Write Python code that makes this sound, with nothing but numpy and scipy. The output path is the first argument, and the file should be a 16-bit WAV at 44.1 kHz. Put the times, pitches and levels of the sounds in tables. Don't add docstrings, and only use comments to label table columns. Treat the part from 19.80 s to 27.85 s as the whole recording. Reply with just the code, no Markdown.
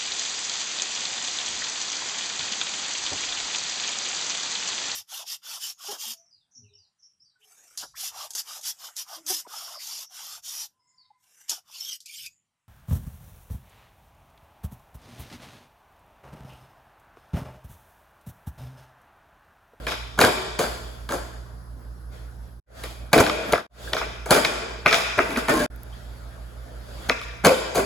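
import sys
import numpy as np
from scipy import signal
from scipy.fft import rfft, irfft, next_fast_len
from scipy.io import wavfile
from scipy.ndimage import uniform_filter1d

SR = 44100
rng = np.random.default_rng(int(sys.argv[2]) if len(sys.argv) > 2 else 0)


def unload_wav(signal):
    wavfile.write(
        sys.argv[1],
        SR,
        np.round(np.clip(np.atleast_2d(signal).T, -1, 1) * 32767).astype(np.int16),
    )


N = 355005
HZ = np.fft.rfftfreq(next_fast_len(N + SR), 1 / SR)

# pitch in Hz, width in Hz (wider dies sooner), level in dB.
BOARD_VOICES = [
    [(119.8, 83, -9.5), (111, 92, -1), (179.5, 29, -5.5)],
    [(245.6, 30, 0.5), (271, 19.4, -1), (353, 53, -3)],
    [(428, 55, 2), (513, 40, 3.5), (602, 54, 2.5), (690, 42.4, 6), (793, 303, 6)],
    [(1010, 120, -14), (1214, 95, 9.5), (1334, 110, 10.5), (1637, 258, 11)],
    [(1790, 130, 3.5), (2020, 190, 6), (2285, 190, 9), (2530, 230, 8)],
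    [(2850, 1340, 13), (4244, 1190, 12), (4764, 530, 11.5), (5070, 2330, 10)],
    [(6180, 1370, 17.5), (9930, 1500, 17), (14700, 1900, 8)],
]
# start in seconds, then strength, body, hardness and clack over knock,
# all in dB, then contact time in milliseconds, share sent into the hall in dB.
BLOWS = [(0.0667, -20, -9.5, -10.5, -5, 3.5, 7.5), (0.1, -41.5, -4, 3, 4.5, 3.8, 12),
         (0.1173, -23, -7, -21, -7.5, 3.3, 5.5), (0.3884, -12, 2, -11, -13, 3.3, 1),
         (0.411, -9, 2, -5, 4, 5.8, 3), (0.4177, -18, -17, -6, -27, 4.9, 3.5),
         (0.437, -11.5, 6.5, -20, -16, 7.6, 1.5), (0.448, -16, 5.5, -3, -10, 1.5, 2.5),
         (0.7892, -21.5, 5, -7, -11, 5.7, 1), (0.838, -29.5, 4.5, -12.5, -20, 3, 2.5),
         (1.2896, -34, 1, -5.5, -21, 2.7, 4.5), (1.3207, -36.5, 12, -6.5, -20.5, 3.1, 8.5),
         (3.0355, -32.5, 3, -5.5, 2, 4.7, 3.5), (3.3302, -5.5, 2.5, -8.5, -5.5, 4.6, 2.5),
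         (3.3371, -7, -2.5, -15, 11, 4.2, -3), (3.3664, -20, -8, -7.5, -5, 1.2, 12),
         (3.3784, -3.5, -1, -17, 0, 1.7, 0.5), (3.385, -16, 0.5, -4, 1, 3.6, 4),
         (3.4002, -8, 8, -12.5, -4, 8.6, -4.5), (3.4368, -18.5, -3, -7.5, 10, 2.8, 0),
         (3.464, -21.5, -8, -3, -20, 1.9, 2), (3.496, -10, -17, -12.5, -8, 2.4, -12),
         (3.732, -8, 1, -14.5, -3, 3.1, 4.5), (3.7509, -10, -24, -15.5, -11.5, 6.1, 6.5),
         (3.777, -16, 1.5, -10.5, -12, 3.8, 8), (4.1321, -21, -4, -2, 6, 2.3, -4.5),
         (4.1654, -21.5, -6, -10, -8.5, 3.4, 9), (4.2124, -21, -3.5, -21, -3, 4.1, 6),
         (4.458, -34, 6.5, -10, -7, 5.5, 5.5), (4.5063, -7, 5, -7, -3.5, 6.7, 7),
         (4.5236, -9.5, 4, -26, -7, 6.6, -6), (4.549, -11.5, -7, -11, -7, 2.2, 0),
         (4.5601, -12.5, -6, -25, -14.5, 1.9, 9.5), (4.647, -5, -18, -9.5, -1.5, 5, -3.5),
         (5.059, 2, -10, -21.5, -3.5, 3.6, 3), (5.0661, -7, -8, -12.5, 3, 1.8, 8.5),
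         (5.1093, -15, -7, -5.5, 7, 3, 5.5), (5.1263, -3, -16, -10.5, -10.5, 3.5, 4),
         (5.1425, -14.5, -7, -2.5, 0, 2.2, -1), (5.3861, -6, -7.5, -33, 2, 0.9, -9),
         (5.3891, -4, -8.5, -19.5, -6.5, 0.73, 5.5), (5.504, -34, 0.5, -7, -7, 2.5, 10),
         (5.5584, -20, -9, -12, 3, 6.7, 3.5), (5.571, -25, 4, -6.5, -16.5, 5.4, 7.5),
         (5.683, -17.5, -2, -14, -8, 2.4, 15.5), (7.295, -3.5, -25, -13, 2, 0.35, -3.5),
         (7.2993, -9, -8, -21, -6.5, 1.4, 0), (7.414, -35.5, -3, -4, -8, 1.4, 4.5),
         (7.6469, -6, -2, -9, -4.5, 3.8, 5.5), (7.6582, -3, 4, -31, -4, 2.4, -1),
         (7.6685, -13, 10.5, -9, 2, 1.1, -8), (7.6902, -13, -1, -24, 0, 2.2, 2),
         (7.9548, -34.5, 14.5, 0, 12, 4.9, 6.5), (7.9779, -20.5, 5.5, -16, -5.5, 5.2, 9)]
# dB added to a blow's strength, then how much body, hardness and clack count.
BLOW_DB = [-15, -8, 0.5, -2, -1, 7, 0.47]
BODY_SHARE = [0.3, 0.95, 0.98, 0.25, 0.075, 0.066, 0.84]
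HARD_SHARE = [0.35, 0.058, 0.0052, 0.096, 0.19, 1.236, 0.73]
CLACK_SHARE = [0, 0, 0, -.5, .5, 0, 0]
OFF_WHEELS = [(3.43, 3.8), (4.1, 4.3), (5.0, 5.5), (7.25, 7.35)]
WOOD_CRACK_DB, WOOD_TOP_HZ = -7, 2790
# start and length in seconds,
# then level, change along the way, extra bass and extra treble, all in dB.
SHUDDERS = [(0.094, 0.036, -38, -14, -16, -15), (0.374, 0.024, -38, 5, -13, -16),
            (0.392, 0.074, -22, -2.5, -0.5, -4), (0.451, 0.063, -19.5, -8.5, -9, -25),
            (0.786, 0.099, -25, -18.5, -15, -6), (1.286, 0.13, -34.5, -12, -2.5, -9),
            (3.315, 0.015, -45.5, 14, -15, -15), (3.347, 0.056, -19.5, 2, 3, -13.5),
            (3.4, 0.095, -24.5, -7, -14, -11), (3.72, 0.0073, -32, 15, -6, -3),
            (4.117, 0.037, -40, 11, -9, -11), (4.537, 0.08, -20.5, -23, 5, 1),
            (4.484, 0.039, -37, 10, -22, -12), (5.051, 0.0079, -31, 6, -22, -27),
            (5.117, 0.13, -28.5, -12.5, -11, -1), (5.376, 0.0089, -20, 3, -25, -22),
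            (5.403, 0.17, -36, -7, 2.5, -7), (5.668, 0.194, -35.5, -1, 6.5, -2),
            (7.285, 0.0077, -40.5, 19, -15, -11), (7.636, 0.011, -27, 9, -10, -21),
            (7.647, 0.026, -17.5, -1.5, 1, -0.5), (7.672, 0.069, -15, -14.5, -27, -10),
            (7.942, 0.079, -24, -15, -2, -4.5)]
SHUDDER_DB = [-11, 0, 3.5, -4.5, -8.5, 1, 3.3]
# start and length in seconds, pitch in Hz, level in dB.
NOTES = [(.795, 0.097, 4600, -49), (0.807, 0.078, 4860, -45), (1.324, 0.029, 563, -37),
         (3.352, 0.023, 473, -37), (3.405, 0.049, 610.6, -17.5), (3.435, 0.031, 510, -22),
         (4.075, 0.016, 1616, -38.5), (4.555, 0.02, 530, -17), (4.58, 0.021, 602, -19.5),
         (5.114, 0.082, 674, -23.5), (5.11, 0.017, 1320, -17), (5.4, 0.02, 381, -17),
         (5.569, 0.027, 246, -24), (5.683, 0.049, 263.5, -26.5), (5.7, 0.054, 455, -26),
         (5.679, 0.06, 1806, -26.5), (5.68, 0.042, 1343, -27.5), (5.694, 0.059, 1456, -28),
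         (5.694, 0.05, 573, -25.5), (5.708, 0.099, 318.3, -26.5), (5.722, 0.1, 1080, -31.5),
         (5.758, 0.1, 1627, -33.5), (5.759, 0.14, 604.3, -30.5), (6.124, 0.026, 3250, -57),
         (7.678, 0.0092, 517, -6.5), (7.701, 0.04, 515.5, -11.5), (7.988, .06, 389, -25)]
NOTE_WAVER, NOTE_FLUTTER_DB, NOTE_HALL_DB = 0.022, 3.5, -3.5

# time in seconds, rumble in dB, hiss in dB.
ROLLS = [
    [(0, -43, -53), (.07, -46, -44.5)],
    [(.8, -29.5, -32), (1.0, -47, -45), (1.29, -56, -55.5), (1.45, -55, -50), (1.86, -59.5, -77),
     (2.8, -68, -74.5)],
    [(2.84, -45.5, -63.5), (2.98, -40, -43), (3.04, -42.5, -43), (3.1, -58.5, -44), (3.3, -51, -62)],
    [(3.52, -56, -56), (3.6, -36, -48), (3.72, -27, -34)],
    [(3.88, -45, -57), (4.0, -39.5, -41.5), (4.05, -45, -40), (4.12, -41, -41)],
    [(5.89, -52, -62), (6.14, -51, -55), (6.73, -51, -57), (7.0, -48.5, -55), (7.15, -48, -47.5),
     (7.288, -42, -43.5)],
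]
# peak time in seconds, rumble in dB, hiss in dB.
SWELLS = [(2.029, -65, -74.5), (2.341, -49, -52.5), (2.641, -65.5, -66.5), (6.145, -74, -62)]
SWELL_RISE_S, SWELL_FALL_DB_PER_S = 0.035, 76
# frequency in Hz, level in dB.
RUMBLE_COLOUR = [(88, -50), (150, -6.5), (236, -1), (267, -7.5), (389, -4.5), (634, 2.5), (912, -13),
                 (1450, -3.5), (3000, -27), (3900, -64), (6600, -120)]
HISS_COLOUR = [(1500, 1), (2900, -3), (3400, 3), (4000, -3.5), (4700, 0.5), (5300, -6.5), (8000, -7.5),
               (11000, -7.5), (16000, -19)]
# time in seconds, level in dB.
TICKS = [(5.9615, -48), (6.0338, -41)]
# pitch in Hz, width in Hz, level in dB.
TICK_TONES = [(12100, 2400, 9), (15200, 2500, 4), (5000, 3000, -21)]
CLICK_SCALE = np.sqrt(.004 * SR)

# frequency in Hz, seconds to fade by 60 dB.
HALL_DECAY = [(120, 0.7), (330, 0.94), (870, 0.9), (2300, 0.96), (6000, 1), (12000, 0.5)]
# frequency in Hz, gain in dB.
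HALL_COLOUR = [(120, -12.5), (500, -5), (2000, -4.5), (3500, 2), (6000, -4.5), (14000, -7.5)]
# pitch in Hz, level in dB, left minus right in dB.
FANS = [(58.8, -40, -4), (52.95, -45.5, -3)]
HUM = [(119.2, -51.5, -12.5), (175, -63.5, -10.5), (243, -65, -8)]
# frequency in Hz, level in dB.
AIR_COLOUR = [(15, -20.5), (30, -16.5), (70, -9), (170, -20.5), (800, -28), (1600, -31), (2300, -52.5),
              (5000, -41), (7000, -51.5), (11000, -40), (15500, -62.5), (16500, -48)]
AIR_DB = -48.5

# frequency in Hz, likeness (0 to 1).
MIC_LIKENESS = [(60, .97), (200, .92), (330, .7), (550, .1), (1300, .1), (3000, .15), (5700, .15),
                (6800, .78), (16000, .75)]
# frequency in Hz, phase in radians.
STEREO_PHASE = [(0, 0), (1700, 0), (3000, 1.05), (5500, .8), (7200, 0), (8600, -2.8), (9400, -3.3),
                (11300, -6.3), (15800, -12.6), (17000, -12.6)]
# frequency in Hz, left minus right in dB.
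STEREO_TILT = [(60, -3), (150, -1), (380, 1), (1300, 1.8), (4000, 1), (7000, 0), (16000, 0)]
# start, end and a moment when the fans throb loudest, all in seconds.
SHOTS = [(0, 2.83, 1.587), (2.83, 3.88, 3.056), (3.88, 5.88, 4.257), (5.88, 8.06, 5.95)]
# fade start and stop in seconds, level reached in dB,
# level in the gap in dB, then when the sound returns and when it is full again, in seconds.
CUTS = [(2.68, 2.799, -6, -60, 2.86, 3.05), (3.74, 3.867, -22, -50, 3.893, 4.05),
        (5.86, 5.863, 0, -36, 5.901, 5.903)]
FADE_IN_POWER, TOP_HZ = 1.22, 16750


def gain_of(db):
    return 10 ** (np.asarray(db) / 20)


def evened(x):
    return x / np.sqrt(np.mean(x ** 2) + 1e-20)


def curve_at(points, hz):
    f, value = np.transpose(points)
    return np.interp(np.log(hz + 1), np.log(f + 1), value)


def noise(colour, patchy_db):
    frames, hz = N // 512 + 5, np.fft.rfftfreq(2048, 1 / SR)
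    real, imag, patches = rng.standard_normal((3, 2, frames, len(hz))).swapaxes(2, 3)
    patches = evened(uniform_filter1d(uniform_filter1d(patches[0], 5, 1), 20, 0))
    spectrum = (real + 1j * imag) * gain_of(curve_at(colour, hz)[:, None] + patchy_db * patches)
    return evened(signal.istft(spectrum, nperseg=2048, noverlap=1536)[1][:, :N])


def struck(tones, damping):
    t, out = np.arange(4096) / SR, 0
    for k, (hz, width, db) in enumerate(tones):
        decay = np.exp(-np.pi * width * damping * t)
        out += (-1) ** k * gain_of(db) * np.sqrt(width) * decay * np.sin(2 * np.pi * hz * t)
    return out / np.linalg.norm(out)


def blows():
    t = np.arange(2048) / SR
    near, far = np.zeros((2, 7, N + 2048))
    for start, db, body_db, hard_db, clack_db, contact_ms, hall_db in BLOWS:
        colour_db = np.dot([body_db, hard_db, clack_db], [BODY_SHARE, HARD_SHARE, CLACK_SHARE])
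        gains = gain_of(db + colour_db + BLOW_DB) * CLICK_SCALE
        if any(a < start < b for a, b in OFF_WHEELS):
            gains[-1] *= gain_of(WOOD_CRACK_DB)
        envelope = (1 - np.exp(-t / .001)) * np.exp(-1000 * t / max(contact_ms, .5))
        chatter = rng.standard_normal(2048) * envelope
        chatter[60] += 1.8 / max(contact_ms, .6) * np.linalg.norm(chatter)
        at = round(start * SR)
        near[:, at:at + 2048] += np.outer(gains, chatter / np.linalg.norm(chatter))
        far[:, at + 100] += gains * gain_of(hall_db)
    return near, far


def shudders():
    pushes = np.zeros((7, N + 2048))
    rattle = rng.standard_normal(N)
    rattle *= gain_of(2.84 * evened(uniform_filter1d(rng.standard_normal(N), 200)))
    for start, length, db, change_db, bass_db, treble_db in SHUDDERS:
        at, size = round(start * SR), round(length * SR)
        colour = gain_of(np.array(SHUDDER_DB) + [bass_db, bass_db, 0, 0, 0, treble_db, treble_db])
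        level = gain_of(db + np.linspace(0, change_db, size)) * signal.windows.tukey(size, .3)
        pushes[:, at:at + size] += np.outer(colour, level * rattle[at:at + size])
    return pushes


def board(pushes, damping):
    wood = signal.butter(4, WOOD_TOP_HZ, fs=SR, output="sos")
    out = np.zeros(N)
    for k, (push, tones) in enumerate(zip(pushes, BOARD_VOICES)):
        ringing = struck(tones, damping)
        if k < 5:
            ringing = -signal.sosfilt(wood, ringing)
        out += signal.oaconvolve(push, ringing)[:N]
    return out


def flex_notes():
    out = np.zeros(N)
    for start, length, hz, db in NOTES:
        size = round(length * SR)
        swell = np.sin(np.pi * np.linspace(0, 1, size) ** 0.82)
        waver, flutter = evened(uniform_filter1d(rng.standard_normal((2, 8000)), 250))[:, :size]
        tone = np.sin(2 * np.pi * np.cumsum(hz * (1 + NOTE_WAVER * waver)) / SR)
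        out[round(start * SR):][:size] += 2 * gain_of(db + NOTE_FLUTTER_DB * flutter) * swell * tone
    return out


def wheels():
    t, out = np.arange(N) / SR, 0
    rumble, hiss = noise(RUMBLE_COLOUR, patchy_db=3), noise(HISS_COLOUR, patchy_db=2)
    for column, sound in ((1, rumble), (2, hiss)):
        level = np.zeros(N)
        for roll in map(np.array, ROLLS):
            level += gain_of(np.interp(t, roll[:, 0], roll[:, column], -200, -200))
        for swell in SWELLS:
            age = t - swell[0]
            rise = np.clip(age / SWELL_RISE_S + 1, 0, 1)
            level += rise * gain_of(swell[column] - SWELL_FALL_DB_PER_S * np.maximum(age, 0))
        out += uniform_filter1d(level, 1500) * sound
    return out


def ticks():
    clicks = np.zeros(N)
    for start, db in TICKS:
        clicks[round(start * SR)] = gain_of(db) * CLICK_SCALE
    return signal.oaconvolve(clicks, struck(TICK_TONES, damping=0.86))[:N]


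def wall_echoes():
    taps = np.zeros((2, 60000))
    at = np.arange(240, 59960, 20) + rng.integers(0, 20, (2, 2986))
    np.put_along_axis(taps, at, rng.choice([-1., 1.], at.shape), 1)
    hz, t, bands = signal.stft(taps, SR, nperseg=256)
    early = np.clip(t / 0.011, .4, 1) + 1.06 * np.exp(-((t - .016) / 0.013) ** 2)
    clumps = uniform_filter1d(rng.standard_normal(bands.shape[1:]), 9, axis=0)
    clumps = evened(uniform_filter1d(clumps, 4, axis=1))
    shape = early * gain_of(-60 * t / curve_at(HALL_DECAY, hz)[:, None] + 1.74 * clumps)
    bands *= shape / np.linalg.norm(shape, axis=1, keepdims=True)
    strength = np.linalg.norm(signal.istft(bands, SR, nperseg=256)[1][0])
    colour = gain_of(curve_at(HALL_COLOUR, hz))[:, None]
    return signal.istft(bands * colour, SR, nperseg=256)[1] / strength


def hall(sound):
    out = np.zeros((2, N))
    for start, end, _ in SHOTS:
        a, b = round(start * SR), min(round(end * SR), N)
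        out[:, a:b] = signal.fftconvolve(sound[None, a:b], wall_echoes(), axes=1)[:, :b - a]
    return out


def fans_and_hum():
    t, out = np.arange(N) / SR, np.zeros((2, N))
    since_throb = t.copy()
    for start, _, throb in SHOTS:
        since_throb[t >= start] = t[t >= start] - throb
    for hz, db, pan_db in FANS + HUM:
        waver = evened(sum(np.sin(2 * np.pi * (f * t + rng.random())) for f in np.geomspace(.5, 5, 8)))
        level = gain_of(db + 0.33 * waver + np.array([[.5], [-.5]]) * pan_db)
        out += level * np.sqrt(2) * np.cos(2 * np.pi * hz * since_throb)
    return out


def ventilation():
    return gain_of(AIR_DB) * noise(AIR_COLOUR, patchy_db=-2.0)


def stereo(shared, own, likeness):
    size = 2 * len(HZ) - 2
    shared, own = rfft(shared, size), rfft(own, size)
    turn = np.exp(-1j * np.interp(HZ, *np.transpose(STEREO_PHASE)))
    tilt = gain_of(curve_at(STEREO_TILT, HZ) / 2)
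    right = likeness * shared * turn + np.sqrt(1 - likeness ** 2) * own
    return irfft(np.array([shared * tilt, right / tilt]), size)[:, :N]


def auto_volume(sound, limit_db=-21.5, recovery_db_per_s=41.0, share=0.36):
    power_db = 10 * np.log10(abs(uniform_filter1d((sound ** 2).mean(0), 300)) + 1e-12)
    fall = np.arange(N) / SR * recovery_db_per_s
    peak_db = np.maximum.accumulate(power_db + fall) - fall
    over_db = np.maximum(peak_db - limit_db, 0)
    return gain_of(-share * uniform_filter1d(over_db, 150, origin=74))


def fader():
    t, gain = np.arange(N) / SR, np.ones(N)
    for fade, stop, db, gap_db, back, full in CUTS:
        closing = gain_of(np.interp(t, [fade, stop], [0, db]))
        opening = np.clip((t - back) / (full - back), 0, 1) ** FADE_IN_POWER
        gain *= np.where(t < stop, closing, np.maximum(opening, gain_of(gap_db)))
    return uniform_filter1d(gain, 150)


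def scene():
    near_blows, far_blows = blows()
    rattle, notes = shudders(), flex_notes()
    near = board(near_blows + rattle, damping=1) + notes + ticks()
    far = board(far_blows + gain_of(1.0) * rattle, damping=1.9) + gain_of(NOTE_HALL_DB) * notes
    around = hall(far) + wheels() + ventilation()
    direct = stereo(near, near, likeness=1.0)
    return direct + stereo(*around, curve_at(MIC_LIKENESS, HZ)) + fans_and_hum()


def record(dry):
    bass_cut = signal.butter(2, 36, "high", fs=SR, output="sos")
    ducked = signal.sosfilt(bass_cut, dry) * auto_volume(dry)
    rounded = ducked / (1 + ducked ** 4) ** .25
    treble_cut = signal.firwin(511, TOP_HZ, window=("kaiser", 9), fs=SR)
    return signal.oaconvolve(rounded * fader(), treble_cut[None], "same")


dry = scene()
out = record(dry)
unload_wav(out)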